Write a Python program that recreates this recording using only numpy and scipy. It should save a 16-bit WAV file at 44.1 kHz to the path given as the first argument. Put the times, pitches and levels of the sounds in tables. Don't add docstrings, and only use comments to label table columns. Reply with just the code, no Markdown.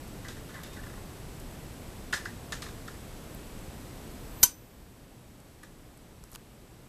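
import sys
import numpy as np
from scipy import signal
from scipy.fft import rfft, irfft, next_fast_len
from scipy.io import wavfile
from scipy.ndimage import uniform_filter1d

SR = 44100
rng = np.random.default_rng(int(sys.argv[2]) if len(sys.argv) > 2 else 0)


def field_ratio(decibels):
    return 10 ** (np.asarray(decibels, dtype=float) / 20)


def digitize_waveform(pressure):
    field = np.atleast_2d(pressure).T
    bounded = np.clip(field, -1, 1)
    quanta = np.round(bounded * 32767).astype(np.int16)
    wavfile.write(sys.argv[1], SR, quanta)


N = 303482
EDGE_HZ = 14020


def rms_one(x):
    return x / np.sqrt(np.mean(x ** 2) + 1e-30)


def peak_one(x):
    return x / np.sqrt(np.max(uniform_filter1d(x ** 2, size=176)) + 1e-30)


def at_hz(points, hz):
    table_hz, values = np.array(points).T
    return np.interp(np.log(hz), np.log(table_hz), values)


def noise_like(t):
    return rng.standard_normal(len(t))


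def seconds(length):
    return np.arange(round(length * SR)) / SR


def colour(x, spectrum):
    size = next_fast_len(len(x))
    hz = np.maximum(np.arange(size // 2 + 1) * SR / size, 1)
    return irfft(rfft(x, size) * field_ratio(at_hz(spectrum, hz)), size)[:len(x)]


def band_pass(x, low, high):
    return signal.sosfilt(signal.butter(2, [low, high], "band", fs=SR, output="sos"), x)


def fade(t, t60):
    return field_ratio(-60 * t / t60)


def add(out, s, x):
    i = round(s * SR)
    out[i:i + len(x)] += x[:N - i]


def slip(t, length, grain_db):
    sizes = noise_like(t) * field_ratio(grain_db * rng.exponential(1, len(t)))
    run = sizes * (1 - np.exp(-t / 0.00066)) * np.exp(-t / max(length, .0003))
    return run / np.sqrt(np.sum(run ** 2))


def ring(push, modes, spread_db):
    out = 0
    chances = rng.standard_normal(len(modes))
    for k, ((hz, db, t60), chance) in enumerate(zip(modes, chances)):
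        r = field_ratio(-60 / (max(t60, .005) * SR))
        w = 2 * np.pi * hz / SR
        mode = signal.lfilter([0, np.sin(w)], [1, -2 * r * np.cos(w), r * r], push)
        out = out + (-1) ** k * field_ratio(db + spread_db * chance) * mode
    return out


def body(push, modes):
    fed = band_pass(push, modes[0][0] / 1.22, modes[-1][0] * 1.2)
    return peak_one(ring(fed, modes, spread_db=2.5))


# pitch in Hz, level in dB per Hz.
HISS_COLOUR = [(12, -33.5), (20, 1), (125, -3), (301, -7.5), (336, -9), (1360, -22), (7010, -30.5),
               (7820, -28), (8730, -30.5), (12800, -31), (13900, -33)]
# pitch in Hz, level in dB rms.
MAINS_HUM = [(30, -57.5), (60, -64), (120, -61.5)]
HISS_DB = -45
WHINE_HZ, WHINE_STEP_HZ, WHINE_DB, WHINE_OUTER_DB = 7822.4, 29.9, -73.5, -8.5


def electronics():
    t = np.arange(N) / SR
    edge = [(EDGE_HZ, HISS_COLOUR[-2][1]), (EDGE_HZ + 50, -80)]
    out = field_ratio(HISS_DB) * rms_one(colour(noise_like(t), HISS_COLOUR[:-1] + edge))
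    whine = [(WHINE_HZ + k * WHINE_STEP_HZ, WHINE_DB + WHINE_OUTER_DB * outer)
             for k, outer in enumerate([1, 0, 0, 1])]
    for hz, db in MAINS_HUM + whine:
        out += field_ratio(db) * np.sqrt(2) * np.sin(2 * np.pi * hz * t)
    return out


# start in seconds, peak level in dB, centre pitch in Hz.
FINGER_TICKS = [(.079, -46, 11000), (.636, -40, 14000), (1.400, -43, 10500), (3.24, -51, 11400),
                (3.348, -39, 12400), (3.590, -49, 7000), (5.402, -53, 9000), (5.634, -46, 9000),
                (5.975, -50, 9600), (6.239, -43.5, 8000), (6.317, -46, 11000), (6.331, -47, 7000),
                (6.34, -52, 5000), (6.351, -40, 3560), (6.3512, -42, 12000), (6.3584, -39, 3560),
                (6.358, -37.5, 9000)]
# start in seconds, peak level in dB.
THUMB_TAPS = [
    (6.239, -49),
    (6.325, -49),
    (6.349, -45.5),
    (6.358, -43.5),
]
TICK_S, TICK_WIDTH_HZ, TICK_MAX_OCTAVES = .0024, 5000, 0.8
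THUMB_S, THUMB_HZ, THUMB_OCTAVES = 0.0047, 1170, 0.73
RUB_START_S, RUB_END_S, RUB_DB, RUB_SWELL_DB = 6.295, 6.356, -59, 5.5
RUB_GRAINS_PER_S, RUB_LOW_HZ = 1200, 6000


def handling():
    out, t = np.zeros(N), seconds(.08)
    touches = [(s, db, THUMB_HZ, THUMB_OCTAVES, THUMB_S) for s, db in THUMB_TAPS]
    for s, db, hz in FINGER_TICKS:
        octaves = min(TICK_WIDTH_HZ / hz / np.log(2), TICK_MAX_OCTAVES)
        touches.append((s, db, hz, octaves, TICK_S))
    for s, db, hz, octaves, length in touches:
        half = 2 ** (octaves / 2)
        noise = band_pass(noise_like(t), hz / half, min(hz * half, 15500))
        swell = t / max(length * 0.3, .0002)
        add(out, s - .0005, field_ratio(db - 4.0) * peak_one(noise * swell * np.exp(-swell)))

    along = t / (RUB_END_S - RUB_START_S)
    grains = (rng.random(len(t)) < RUB_GRAINS_PER_S / SR) * rng.exponential(1, len(t))
    grip = signal.lfilter([1], [1, -.97], grains)
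    high_pass = signal.butter(2, RUB_LOW_HZ, "high", fs=SR, output="sos")
    rub = rms_one(signal.sosfilt(high_pass, grip * noise_like(t)))
    stroke = np.clip(4 * along, 0, 1) * (along < 1)
    add(out, RUB_START_S, field_ratio(RUB_DB + RUB_SWELL_DB * along) * stroke * rub)
    return out


# start in seconds, then levels in dB of the hollow knock's peak,
# the panel ring, the deep knock and the tail.
SHELL_SLIPS = [(0.246, -37.5, -52, -49, -1), (0.2838, -44, -42, -47, -3), (0.3653, -45, -57, -57, -1),
               (0.4888, -46, -55, -48.5, 4), (0.5427, -38.5, -52, -47, 5), (0.634, -49, -46.5, -57, 4),
               (0.7332, -56, -50.5, -50, -3), (0.7652, -40, -57, -56, -4), (2.1274, -17.5, -32, -33, -9),
               (2.1378, -25.5, -31, -36, -7), (2.2541, -26, -44.5, -40, -7),
               (2.5222, -28.5, -34, -39, -8.5), (2.6214, -36, -38.5, -38, -5), (2.6604, -41, -51, -46, -8),
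               (2.6865, -43.5, -52, -50, -5), (2.8786, -35.5, -46, -40.5, -7),
               (5.6318, -41.5, -55, -51, -6)]
STUTTER_S, STUTTER_GAP_S, STUTTER_SLOWING = .834, .03, 1.1
STUTTER_DB, STUTTER_LOSS_DB = -40, 2
STUTTER_PANEL_DB, STUTTER_DEEP_DB, STUTTER_TAIL_DB = -13, -49, -8


def creak_rows():
    gaps = STUTTER_GAP_S * STUTTER_SLOWING ** np.arange(4)
    times = STUTTER_S + np.append(0, np.cumsum(gaps))
    levels = STUTTER_DB - STUTTER_LOSS_DB * np.arange(len(times))
    stutter = [(s, db, db + STUTTER_PANEL_DB, STUTTER_DEEP_DB, STUTTER_TAIL_DB)
               for s, db in zip(times, levels)]
    return SHELL_SLIPS + stutter


# pitch in Hz, level in dB, time to die by 60 dB in seconds.
HOLLOW_MODES = [(1410, -6.5, .035), (1533, -1, 0.021), (1623, -3.5, 0.034), (1698, -3, 0.042),
                (1790, -2, 0.033), (1892, -4, 0.025), (2000, -9, 0.052)]
# pitch in Hz, level in dB, time to die by 60 dB in seconds.
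DEEP_MODES = [(1010, -11, 0.035), (1054, -3, 0.04), (1200, -1, 0.042), (1300, -4.5, 0.027)]
# pitch in Hz, level in dB, time to die by 60 dB in seconds.
PANEL_MODES = [(2340, -16, .02), (2690, -2.5, 0.023), (3050, 0, 0.019), (3410, 1, .025), (3650, 0, 0.069),
               (3770, 0, 0.078), (3890, -2, 0.035), (4160, -2, .03), (4440, -8, 0.022), (5060, 2.5, 0.022)]
# pitch in Hz, level in dB per Hz.
CRACK_COLOUR = [(2500, -0.5), (4000, 0), (6500, 0.5), (8000, -2.5), (10000, -7), (14000, -13),
                (16000, -29.5)]
CRACK_OVER_PANEL_DB = 0.47


def creaks():
    out, t = np.zeros(N), seconds(.4)
    for s, knock_db, panel_db, deep_db, tail_db in creak_rows():
        echo = noise_like(t) * fade(t, 0.26) * (1 - np.exp(-t / 0.011)) * field_ratio(tail_db - 26)
        push = slip(t, 0.003, grain_db=1.3) + echo
        knock = field_ratio(knock_db - 6.5) * body(push, HOLLOW_MODES)
        deep = field_ratio(deep_db - 5.0) * body(push, DEEP_MODES)
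        panel = field_ratio(panel_db - 5.5) * body(push, PANEL_MODES)
        dying = np.exp(-t / 0.0023) + field_ratio(tail_db + 8) * fade(t, 0.256)
        shape = (1 - np.exp(-t / 0.00029)) * dying
        bright = peak_one(shape * colour(noise_like(t), CRACK_COLOUR))
        crack = field_ratio(panel_db + CRACK_OVER_PANEL_DB - 1.3) * bright
        add(out, s - .001, knock + deep + panel + crack)
    return out


# start in seconds, blow in dB.
LATCH_BLOWS = [
    (4.4298, -20.5),
    (4.4312, -16.5),
    (4.433, -13),
    (4.4348, -15),
    (4.4363, -18.5),
    (4.442, -29),
    (4.448, -34),
]
# pitch in Hz, level in dB, time to die by 60 dB in seconds.
CARRIAGE_MODES = [(970, -26, .1), (1055, -20.5, 0.055), (1518, -18.5, 0.09), (2842, -25.5, 0.074),
                  (3098, -17, 0.062), (3726, -20, 0.081), (4190, -22.5, .06), (4690, -14, .06),
                  (5240, -24.5, 0.046), (5970, -6, .035), (6060, 2, 0.04), (6160, -16, 0.13),
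                  (7080, -14, 0.027), (7575, -13.5, 0.07), (8120, -10, 0.048), (8414, -14, .05),
                  (9040, -9.5, .04)]
# pitch in Hz, level in dB, time to die by 60 dB in seconds.
SPRING_MODES = [(10500, -7.5, 0.042), (11100, -15.5, .04), (11300, -7, .04), (11470, -6.5, 0.039),
                (12400, -8, .04), (12270, -5, 0.056), (12640, -16, 0.035), (14050, -4.5, .04)]
# pitch in Hz, level in dB per Hz.
CLACK_COLOUR = [(59, -45), (100, -15.5), (260, -18), (2120, -17), (2970, -12), (3520, -21.5), (4540, -4.5),
                (5490, -6.5), (6100, 0), (9730, -9.5), (12500, -2.5), (13900, -14), (15800, -43.5)]
# pitch in Hz, time to die by 60 dB in seconds.
KITCHEN_TAIL = [(300, 0.18), (1500, .2), (4000, .17), (8000, 0.16), (14000, .12)]
SCRAPE_S = 0.0018


def clack():
    out, t = np.zeros(N), seconds(.5)
    for s, blow_db in LATCH_BLOWS:
        push = slip(t, SCRAPE_S, grain_db=3.0)
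        scrape = colour(noise_like(t), CLACK_COLOUR) * (1 - np.exp(-t / 0.0001)) * np.exp(-t / SCRAPE_S)
        carriage = ring(push, CARRIAGE_MODES, spread_db=0.5)
        springs = field_ratio(-1.0) * ring(push, SPRING_MODES, spread_db=3.0)
        add(out, s, field_ratio(blow_db) * (carriage + springs + field_ratio(16) * scrape))

    rise = 1 - np.exp(-t / 0.0052)
    rattle = noise_like(t) * rise * fade(t, 0.22)
    add(out, LATCH_BLOWS[2][0], field_ratio(-53) * ring(rattle, CARRIAGE_MODES, spread_db=2.5))

    edges = 200 * 2 ** np.arange(0, 6.6, .5)
    for low, high in zip(edges, edges[1:]):
        hz = np.sqrt(low * high)
        tail = band_pass(noise_like(t), low, high) * rise * fade(t, at_hz(KITCHEN_TAIL, hz))
        add(out, LATCH_BLOWS[1][0], field_ratio(at_hz(CLACK_COLOUR, hz) - 13.0) * tail)
    return out


# start in seconds, level in dB, length in seconds.
CARRIAGE_STOP = (4.4335, -26.5, 0.00097)


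def thud():
    s, db, length = CARRIAGE_STOP
    out, t = np.zeros(N), seconds(.05)
    add(out, s, field_ratio(db) * t / length * np.exp(1 - t / length))
    return out


GAIN_DB, DUCK_S, DUCK_DB, DUCK_TIME_S = 1, 4.44, -8, 0.04


def scene():
    since = np.maximum(np.arange(N) / SR - DUCK_S, 0)
    gain = field_ratio(GAIN_DB + DUCK_DB * (1 - np.exp(-since / DUCK_TIME_S)))
    return (gain * electronics() + handling() + creaks() + clack() + thud())[None]


def low_pass(x):
    return signal.sosfilt(signal.butter(12, 15990, fs=SR, output="sos"), x)


def record(dry):
    x = dry / (1 + (np.abs(dry) / .74) ** 4) ** .25
    hz = np.arange(N // 2 + 1) * SR / N
    below = irfft(rfft(x) * (hz < EDGE_HZ), N)
    top_slope = np.clip((16000 - hz) / 1200, 0, 1)
    above = irfft(rfft(x) * (hz >= EDGE_HZ) * top_slope, N)
    power = uniform_filter1d(above ** 2, size=256)
    sudden = power > 1.5 * uniform_filter1d(power, size=1024) + field_ratio(-140)
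    kept = uniform_filter1d(sudden * 1., size=128)
    return low_pass(below + field_ratio(-5.5) * kept * above)


dry = scene()
out = record(dry)
digitize_waveform(out)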